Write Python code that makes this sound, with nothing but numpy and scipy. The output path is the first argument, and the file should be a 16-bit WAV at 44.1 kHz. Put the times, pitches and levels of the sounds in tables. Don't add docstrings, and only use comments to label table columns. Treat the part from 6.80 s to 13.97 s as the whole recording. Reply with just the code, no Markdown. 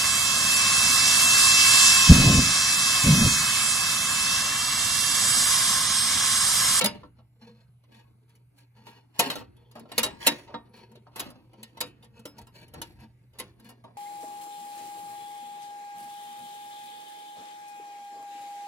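import sys
import numpy as np
from scipy import signal
from scipy.fft import rfft, irfft, next_fast_len
from scipy.io import wavfile
from scipy.ndimage import uniform_filter1d

SR = 44100
rng = np.random.default_rng(int(sys.argv[2]) if len(sys.argv) > 2 else 0)


def output_pcm(signal):
    pcm = np.clip(np.atleast_2d(signal).T, -1, 1) * 32767
    wavfile.write(sys.argv[1], SR, np.round(pcm).astype(np.int16))


def ratio(d):
    e = np.asarray(d, float) / 20
    return 10 ** e


N = 316197
EARLY = 300
TOP_HZ = 15850


def evened(x):
    return x / np.sqrt(np.mean(x ** 2) + 1e-20)


def read(points, hz):
    f, value = np.transpose(points)
    return np.interp(np.log(hz + 1), np.log(f + 1), value)


def above(hz, edge_hz, steep=6):
    return 1 - 1 / (1 + (hz / edge_hz) ** steep)


def ringing(hz, db, t60, size):
    t = np.arange(size) / SR
    return np.exp(2j * np.pi * hz * t) * ratio(db - 60 * t / t60)


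def bands(x, edges_hz):
    size = next_fast_len(x.shape[1] + EARLY)
    spectrum = rfft(np.pad(x, ((0, 0), (EARLY, 0))), size)
    hz = np.fft.rfftfreq(size, 1 / SR)
    fade = signal.windows.tukey(size, 2 * EARLY / size)
    steps = [above(hz, 135, 6)] + [above(hz, f, 7) for f in edges_hz] + [0 * hz]
    return [fade * irfft(spectrum * np.abs(a - b), size) for a, b in zip(steps, steps[1:])]


def pair(frames, size, gain, scatter=2.22):
    # hz, share
    likeness = [(30, .6), (100, .93), (200, .98), (500, .85), (900, .85), (2000, .93), (6000, .85)]
    a, b, c, d = rng.standard_normal((frames, size // 2 + 1, 4)).T
    hz = np.fft.rfftfreq(size, 1 / SR)[:, None]
    same = read(likeness, hz)
    left = a + 1j * b
    paths = evened(uniform_filter1d(rng.standard_normal(hz.shape), size=size // 64, axis=0))
    lag = np.exp(-2j * np.pi * hz * 4 / SR + 1j * scatter * paths * above(hz, 380, 0.97))
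    right = same * left * lag + np.sqrt(1 - same ** 2) * (c + 1j * d)
    shaped = np.array([left, right]) * gain(hz, np.arange(frames) * size / 4 / SR)
    return signal.istft(shaped, nperseg=size, noverlap=size * 3 // 4)[1]


def tray(hz, rings, spread_db, tail_db, damping, late_db, lag=4, scatter=.9):
    # hz, t60_s
    tail_t60 = [(120, 0.29), (300, 0.12), (1000, 0.13), (3000, 0.088), (6000, 0.041), (12000, 0.032)]
    # hz, level_db (per Hz)
    tail_colour = [(53, -58.5), (90, -9.5), (685, -2.5), (1520, -13), (1850, -9), (2110, -11.5),
                   (5110, -7.5), (6760, -5.5), (8390, -5), (10900, -2), (14400, -4.5), (15900, -9.5)]
    size = rings.shape[1]
    luck = rng.standard_normal((2, len(hz)))
    gain = ratio(spread_db * luck[0])
    apart = -2 * np.pi * hz * lag / SR + scatter * luck[1] * above(hz, 1200, 1.5)
    modes = (np.array([gain, gain * np.exp(1j * apart)]) @ rings).imag

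    def fade(f, s):
        drop_db = 60 * s * damping / read(tail_t60, f)
        late = ratio(late_db - 4.3 * above(f, 8000, 2.1) - 0.24 * drop_db)
        return ratio(read(tail_colour, np.minimum(f, 1.0 * TOP_HZ))) * (ratio(-drop_db) + late)

    tail = pair(size // 64 + 5, 256, fade)[:, 128:size + 128]
    ending = np.clip((size - np.arange(size)) / 3000, 0, 1)
    return (evened(modes) + ratio(tail_db) * evened(tail)) * ending


def gesture(t, start, length, sag, rise, release):
    held = np.clip(t - start, 0, length)
    db = -sag * (held - length * (sag < 0))
    db = db - rise * np.maximum(start - t, 0)
    return ratio(db - release * np.maximum(t - start - length, 0))


def pressure(t):
    # start_s, length_s, final_pressure_db, weight_db (relative), sharpness_db (relative)
    skids = [
        (-.03, 0.031, -26.5, -3.5, 0.5),
        (2.35, 0.048, -44.5, -22, 1),
        (3.09, 0.025, -52.5, 5, -1),
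        (3.14, 0.038, -48, 9, 4.5),
        (3.39, 0.066, -34, -3, 2.5),
        (4.33, 0.031, -51.5, 7, -4.5),
        (4.372, 0.012, -44.5, 0, 3),
        (4.95, 0.021, -58.5, -7, -7),
        (6.54, 0.045, -52, 4.5, -2),
    ]
    # start_s, length_s, pressure_db, weight_on_tray_db (relative), sharpness_db (relative)
    strokes = [(0.371, 0.0089, -69.5, 5.5, -3.5), (0.619, 0.072, -58, 10.5, 1), (1.125, 0.071, -58, 0, 1.3),
               (1.493, 0.026, -76, -2.5, 6.5), (1.534, 0.028, -78, 10, -7), (1.782, 0.013, -65, -5, 8.5),
               (1.962, 0.067, -62, 2.5, -0.5), (2.058, 0.046, -59, -14, 4.5),
               (2.131, 0.045, -58, -1.5, 1.5), (2.783, 0.35, -65.5, 2.5, -10.5),
               (3.905, 0.032, -59.5, 7, -20.5), (3.942, 0.074, -54.5, -0.5, 1), (4.105, 0.066, -64, 8, -8),
               (4.257, 0.011, -64, -3.5, -16.5), (4.778, 0.06, -64, 9.5, -2.5),
               (5.22, 0.016, -64.5, 10, -6), (5.354, 0.029, -57, 11, 0), (5.537, 0.065, -59.5, 4.5, -15),
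               (5.576, 0.018, -63.5, 3, 4.5), (5.752, 0.079, -59.5, -8.5, 5.5), (6.189, 0.045, -59, 4, 1.5),
               (0.753, 0.075, -69, 1.5, 1), (6.791, 0.066, -71, 9, -5), (6.85, 0.041, -57.5, 11.5, 3.5)]
    # start_s, length_s, pressure_db, weight_db (relative), sharpness_db (relative)
    slides = [(.09, 0.17, -47.5, 3.5, -0.5), (2.43, 0.048, -33, -1, 2.5), (2.52, 0.069, -42.5, 4, 5),
              (2.97, 0.036, -58.5, 13.5, -2), (3.29, .1, -47.5, 5, -2), (3.51, 0.14, -44, 0, 3.5),
              (3.69, 0.056, -42.5, -13.5, -12.5), (4.43, 0.06, -48, 4.5, 1), (4.55, 0.12, -57.5, 5, -6),
              (4.86, 0.08, -66, -6, 2), (5.045, 0.05, -66.5, 19, 8), (5.945, 0.071, -49.5, 8, -2),
              (6.05, 0.21, -68, 3, 9), (6.63, 0.063, -58, -1.5, 2), (7.06, 0.12, -54.5, -2, -16)]
    # time_s, pressure_db
    touch = [(0, -82), (1, -79), (1.7, -78), (2.7, -70), (3.6, -77), (4.6, -71), (5.5, -70), (6.1, -66),
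             (6.45, -78), (6.8, -74), (7.17, -73)]
    releases = (129, 200, 258, 400)
    stroke_sag, slide_sag, skid_sag = 12, 120, -280
    attack = 892.5
    drone_lag_s, song_lag_s = 0.03, 0.0067

    def layers(db, weight_db, sharp_db):
        return [db + weight_db, db, db + sharp_db, db - 10.5 + 2.2 * sharp_db]

    fidget = uniform_filter1d(rng.standard_normal(len(t)), size=30)
    fidget = evened(uniform_filter1d(fidget, size=15))
    touch_db = np.interp(t, *np.transpose(touch)) + 3.5 * fidget
    power = ratio(np.array(layers(touch_db, 9, -4.5))) ** 2

    song, whine, efforts = 0, 0, []
    for start, length, db, weight_db, sharp_db in strokes:
        sung = gesture(t - song_lag_s, start, length, stroke_sag, 408, 303.5)
        song = song + (ratio(db + weight_db) * sung) ** 2
        whined = gesture(t, start, length, stroke_sag, attack, 320)
        whine = whine + (ratio(db - 3 + min(sharp_db, 0)) * whined) ** 2
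        efforts.append((start, length, db - 1.5, -5.5, sharp_db))

    for rows, sag in ((efforts, stroke_sag), (slides, slide_sag), (skids, skid_sag)):
        for start, length, *effort in rows:
            for k, (db, release) in enumerate(zip(layers(*effort), releases)):
                lag = drone_lag_s * (k == 0)
                power[k] += (ratio(db) * gesture(t - lag, start, length, sag, attack, release)) ** 2
    return np.sqrt([*power, song, whine])


def drag():
    # pitch_hz, width_hz, level_db
    rubbed = [(223, 16, 8), (480, 25, -3), (928, 45, -3), (1660, 28, -9), (1870, 28, -15), (2345, 30, -12),
              (2580, 32, -6), (2690, 26, -17), (2905, 32, -10), (3510, 40, -14), (4215, 40, -7),
              (4390, 36, -7), (5500, 45, -20), (6720, 50, -21), (10400, 90, -30), (11350, 70, -28)]
    t = np.arange(N) / SR
    drives = np.array([np.interp(t, t[::44], gain) for gain in pressure(t[::44])])
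    clumps = evened(uniform_filter1d(rng.standard_normal(N), size=500))
    size_db = 2.6 * np.minimum(rng.exponential(1, N), 3) + 2.3 * np.clip(clumps, -3, 2)
    slips = rng.random(N) < 6000 / SR
    grit = evened(slips * rng.standard_normal(N) * ratio(size_db))
    hz, width, db = np.array(rubbed).T[:, :, None]
    hop = round(.3 * SR)
    pushes = np.pad(grit * drives * ratio(-5.0), ((0, 0), (hop, 2 * hop)))
    near = np.sin(np.pi * np.arange(2 * hop) / (2 * hop))
    out = np.zeros((2, N + 5 * hop))
    for at in range(0, N + hop, hop):
        moved = hz * (1 + .003 * rng.standard_normal(hz.shape))
        rings = ringing(moved, db + 20 * np.log10(width), 2.2 / width, size=6500)
        parts = bands(tray(hz[2:, 0], rings[2:], 4.0, 7, 2.2, -25), (400, 1400, 5500))
        parts += bands(tray(hz[:, 0], rings, 2.0, -30, 2.5, -30, lag=1, scatter=.6), (600,))
        for part, push in zip(parts, pushes[:, at:at + 2 * hop] * near):
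            sound = signal.fftconvolve(part, push[None], axes=1)
            sound /= np.sqrt((part ** 2).sum(1).mean())
            out[:, at:at + sound.shape[1]] += sound
    soft = ratio(-2.5 * above(np.fft.rfftfreq(out.shape[1], 1 / SR), 13000))
    return irfft(rfft(out) * soft, out.shape[1])[:, hop + EARLY:hop + EARLY + N]


def rumble():
    # time_s, level_db
    jolts = [(.09, -49.5), (.22, -63.5), (.72, -68.5), (1.248, -68.5), (1.969, -72), (2.449, -71),
             (2.6, -52.5), (3.25, -49), (3.54, -60.5), (3.75, -62), (4.41, -56), (5.05, -59.5), (5.36, -63),
             (5.63, -58.5), (5.97, -50), (6.16, -60), (6.62, -54.5)]
    grip_db = -72.5
    lumps = pair(N // 512 + 5, 2048, lambda hz, t: above(hz, 52, 3.3) * (1 - above(hz, 98, 3.0)) + 0 * t)
    t = np.arange(0, N, 44) / SR
    shake = sum(ratio(db) * gesture(t, s, 0, 0, rise=159.5, release=59.5) for s, db in jolts)
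    return evened(lumps[:, :N]) * np.interp(np.arange(N) / SR, t, ratio(grip_db) + shake)


def hum():
    hum_hz, hum_db = 120.3, -59
    waver = uniform_filter1d(rng.standard_normal((N, 2)), size=1400, axis=0)
    waver = evened(uniform_filter1d(waver, size=700, axis=0))
    skirt = 1 + 0.22 * (waver[:, 0] + 1j * waver[:, 1])
    tone = skirt * np.exp(2j * np.pi * hum_hz * np.arange(N) / SR)
    return ratio(hum_db) * evened(tone.real) * ratio([[-.3], [.3]])


def air():
    # hz, level_db (per Hz)
    room_colour = [(15, -50), (25, -21.5), (123, 3.5), (228, -24.5), (498, -26), (2440, -21.5),
                   (2870, -30.5), (6630, -38), (8680, -26), (11100, -33), (13400, -26), (15700, -46.5)]
    air_db = -70
    frames = N // 256 + 5
    patches = uniform_filter1d(rng.standard_normal((frames, 513)), size=25, axis=0)
    patches = evened(uniform_filter1d(patches, size=20, axis=1)).T
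    noise = pair(frames, 1024, lambda hz, t: ratio(read(room_colour, hz) + 3.0 * patches))
    return ratio(air_db) * evened(noise[:, :N])


def knocks():
    steel_hz = [165, 229, 290, 400, 499, 595, 707, 780, 928, 1055, 1345, 1663, 1841, 2000, 2580, 2830, 2955,
                3340, 3540, 3845, 4200, 4940, 5200, 6750, 7600, 8100, 9880, 10400, 10920, 11390, 12200,
                14500]
    # level_db, t60_s
    steel = [(-3, 0.074), (2, .2), (-2.5, 0.24), (-11, 0.16), (0.5, 0.14), (0.5, 0.076), (-6, 0.053),
             (-8.5, 0.064), (3, 0.14), (-2.5, .11), (-5, 0.13), (-13.5, 0.042), (-14, 0.24), (-13, .07),
             (-10, .08), (-5.5, .15), (1, 0.081), (-12, 0.14), (-11, 0.047), (-2, 0.14), (-4, 0.043),
             (-5, 0.12), (-13, 0.042), (-17.5, 0.064), (-9.5, 0.018), (0.5, 0.02), (5, 0.025), (0, .03),
             (3.5, .03), (-0.5, 0.036), (-5.5, .04), (-6, .04)]
    # time_s, peak_db, clank_db (relative), edge_hz, rattle_t60_s
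    taps = [(.0085, -22, -13, 4201, .03), (1.036, -69, 0, 3711, .04), (1.962, -67.5, 2, 1670, .09),
            (2.066, -51, 4, 2581, .045), (2.4998, -26, -12, 3051, .013), (2.5121, -35, -6.5, 4901, .021),
            (2.952, -53, 12, 1591, .1), (3.116, -40, -3, 3877, .023), (3.2585, -35, -1, 2171, .037),
            (4.153, -57.5, 1, 2061, .036), (4.731, -62, 6, 2095, .036), (4.97, -50.5, 5, 2041, .045),
            (5.03, -50.5, 6, 2781, .019), (5.224, -56, -2, 3581, .09), (5.959, -70, 19, 2951, .077),
            (6.532, -67, 1, 2071, .037), (7.038, -60, 15, 2845, .044)]
    # time_s, peak_db, clank_db (relative), edge_hz (struck edge), rattle_t60_s
    blows = [(.0412, -23.5, -4, 3720, 0.034), (.0575, -23, -9, 3900, 0.025), (2.3915, -19, -7, 2560, 0.043),
             (2.4015, -28, -1, 4400, 0.023), (2.5543, -41, 4, 2830, 0.015),
             (3.1788, -20.5, -7.5, 3770, 0.018), (3.19, -28, -10, 2860, 0.015),
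             (3.2301, -25, -7.5, 3800, 0.05), (3.4645, -22, -5, 1540, 0.024),
             (3.4685, -16.5, -10, 2700, 0.034), (4.3944, -34, -13, 3080, 0.02),
             (4.399, -33.5, -7, 3950, .022), (4.8296, -44, -11, 2610, 0.024),
             (5.0045, -32, -9, 3140, 0.014), (5.011, -29.5, -10.5, 2950, 0.0057),
             (5.453, -43.5, 5, 4740, 0.019), (5.5815, -52, 6, 2830, 0.024), (5.9371, -51.5, 5, 1700, 0.025),
             (6.0155, -36.5, -6, 2960, 0.026), (6.5855, -42.5, -9.5, 2006, 0.083),
             (6.5973, -37, -4, 2010, 0.033)]
    # time_s, peak_db, clank_db (relative), edge_hz, rattle_t60_s
    thuds = [
        (.2315, -60, 12, 1778, .02),
        (.385, -69, 10, 3035, .047),
        (2.609, -57.5, 14, 2001, .026),
        (3.054, -67, 18, 1591, .013),
        (3.6755, -57, 4, 1871, .033),
        (3.7405, -43, 11, 1653, .02),
        (4.267, -68, 17, 1681, .025),
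    ]
    # time_s, peak_db, clank_db (relative), edge_hz, rattle_t60_s
    ticks = [(1.55, -68, -6, 6921, .051), (2.764, -74, -6, 3401, .03), (2.912, -61.5, -1, 6771, .024),
             (2.994, -55, -16, 4801, .012), (4.3575, -45, 2, 2751, .04), (4.4998, -57, 4, 2931, .044),
             (5.668, -60, 2, 3451, .032), (5.879, -64, -5, 1751, .021), (6.796, -63, -2, 1621, .04),
             (6.888, -57, 4, 2947, .075), (5.242, -64, -7, 3501, .031), (5.3915, -61, -5, 2901, .031),
             (5.6135, -61, -3, 2901, .026), (3.963, -67, -7, 4201, .081), (3.425, -52, -5, 3301, .1),
             (2.3845, -48, -11, 6501, .031), (6.843, -63, -2, 2901, .041), (6.2015, -68, -2, 4201, .031),
             (1.4915, -71, -4, 2501, .021), (4.115, -67, 7, 1661, .021)]
    kinds = ((blows, 0.5, .0012), (taps, -9.5, .0018), (thuds, -39, .003), (ticks, 1.5, .0025))
    thump_db, spark_db, spark_fade = -6, -7, 350

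    hz = np.array(steel_hz)
    steel_db, t60 = np.transpose(steel)
    rings = ringing(hz[:, None], steel_db[:, None], t60[:, None], size=10500)
    out = np.zeros((2, N + SR))
    t = np.arange(3001) / SR
    events = [(*row, sizzle_db, rise) for rows, sizzle_db, rise in kinds for row in rows]
    for s, db, clank_db, edge_hz, rattle, sizzle_db, rise in events:
        grit = rng.standard_normal(len(t)) * ratio(2.5 * rng.exponential(1, len(t)))
        blow = grit * ratio(-60 * t / rattle) * (1 - np.exp(-t / rise))
        struck = np.vstack([rings, ringing(edge_hz, -1.8, 0.055, size=10500)])
        answer = tray(np.append(hz, edge_hz), struck, 4, 0.35, 1.0, -22.5)
        sound = signal.fftconvolve(answer, blow[None], axes=1)
        *parts, spark = bands(sound, (380, 1400, 5500, 13200))
        parts.append(spark * ratio(-spark_fade * np.arange(spark.shape[1]) / SR))
        levels_db = (clank_db + thump_db, clank_db, 0, sizzle_db, sizzle_db + spark_db)
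        for part, rel_db in zip(parts, levels_db):
            top = np.sqrt(uniform_filter1d((part ** 2).mean(0), size=176).max())
            out[:, round(s * SR):][:, :part.shape[1]] += ratio(db + rel_db - 0.5) * part / top
    return out[:, EARLY:N + EARLY]


def linger():
    # time_s, pitch_hz, level_db, t60_s, spread (share of pitch)
    lingering = [(.07, 593, -30, .24, .008), (.232, 1060, -46, .08, .06), (.236, 597, -52, .2, .004),
                 (3.234, 7600, -33, .2, .001), (3.234, 9870, -27, .11, .003), (3.893, 11000, -70, .15, .002),
                 (5.02, 2780, -54, .33, .09), (5.458, 5230, -49, .2, .001), (2.765, 3400, -69, .3, .05),
                 (2.85, 3300, -68, .2, .05), (3.182, 5200, -45, .3, .004), (.043, 3845, -24, .13, .003),
                 (.012, 1345, -30, .13, .008), (.045, 1340, -33, .12, .008), (.018, 205, -32, .15, .04),
                 (.05, 222, -29, .2, .07), (.043, 10950, -27, .12, .004), (2.395, 706, -25, .2, .006),
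                 (2.396, 290, -30, .2, .01), (2.394, 1350, -33, .08, .01), (.012, 500, -27, .12, .03),
                 (.012, 4200, -30, .06, .01), (3.232, 3849, -30, .1, .003), (3.18, 490, -32, .1, .03),
                 (2.394, 925, -25, .15, .01), (3.468, 500, -28, .05, .03), (3.47, 8100, -25, .12, .003),
                 (3.117, 8100, -50, .12, .003), (4.36, 11400, -47, .15, .003), (4.397, 11400, -43, .15, .002),
                 (5.458, 12000, -55, .15, .002), (5.458, 11000, -54, .14, .002), (5.458, 8150, -52, .15, .002),
                 (5.458, 14700, -56, .12, .003), (2.765, 11000, -67, .08, .003), (2.394, 1122, -30, .1, .01),
                 (.06, 1053, -32, .11, .005), (1.25, 1090, -66, .2, .01), (6.6, 2030, -48, .1, .01),
                 (6.6, 10900, -52, .15, .005),
                 (0.0094, 7100, -29, 0.083, .003), (0.056, 2800, -43.5, 0.31, .05),
              (0.065, 3840, -51, .25, .006), (3.234, 13000, -42, .1, .002), (3.234, 15000, -47, .1, .002),
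              (3.234, 13300, -42, .1, .002), (4.36, 14200, -53, .1, .002),
              (4.397, 15000, -51, 0.13, 0.0018), (4.397, 14200, -52, .15, .002),
              (5.458, 16000, -48.5, 0.15, .002), (5.458, 14050, -58, .1, .002),
              (5.668, 11400, -59.5, 0.1, .002), (5.58, 14000, -54, .06, .003),
              (5.008, 4900, -33.5, 0.073, 0.0057), (3.425, 3300, -42.5, .12, 0.044),
              (3.47, 4100, -20, 0.057, 0.0065), (0.62, 4500, -68.5, 0.12, .003)]
    size = 20000
    rise = np.clip(np.arange(size) / 150, 0, 1)
    out = np.zeros((2, N + SR))
    for s, hz, db, t60, spread in lingering:
        near_hz = hz * (1 + spread * np.linspace(-1, 1, 5)[:, None])
        tones = ringing(near_hz, db, t60, size)
        share = np.where(np.arange(5) == 2, 1 - 8 * spread, .3 + 8 * spread)
        phase = 2 * np.pi * (rng.random(5) - hz * np.array([[0], [2.5]]) / SR)
        phase = phase + .3 * rng.standard_normal((2, 5))
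        out[:, round(s * SR):][:, :size] += (share * np.exp(1j * phase) @ tones).imag * rise
    return out[:, :N]


def scene():
    return drag() + rumble() + hum() + air() + knocks() + linger()


def low_pass(x):
    return signal.sosfilt(signal.butter(12, 16660, fs=SR, output="sos"), x)


def record(dry):
    merge_hz, lead = 6600, 9
    size = next_fast_len(N + 64)
    hz = np.fft.rfftfreq(size, 1 / SR)
    passed = above(hz, 38, 1.7) * (1 - above(hz, TOP_HZ, 110))
    left, right = rfft(dry, size) * passed
    share = above(hz, merge_hz, 6.9)
    copy = -1j * left * np.exp(2j * np.pi * hz * lead / SR)
    right = np.sqrt(1 - share ** 2) * right + share * copy
    mix = irfft(np.array([left, right]), size)[:, :N]
    return low_pass(mix)


dry = scene()
out = record(dry)
output_pcm(out)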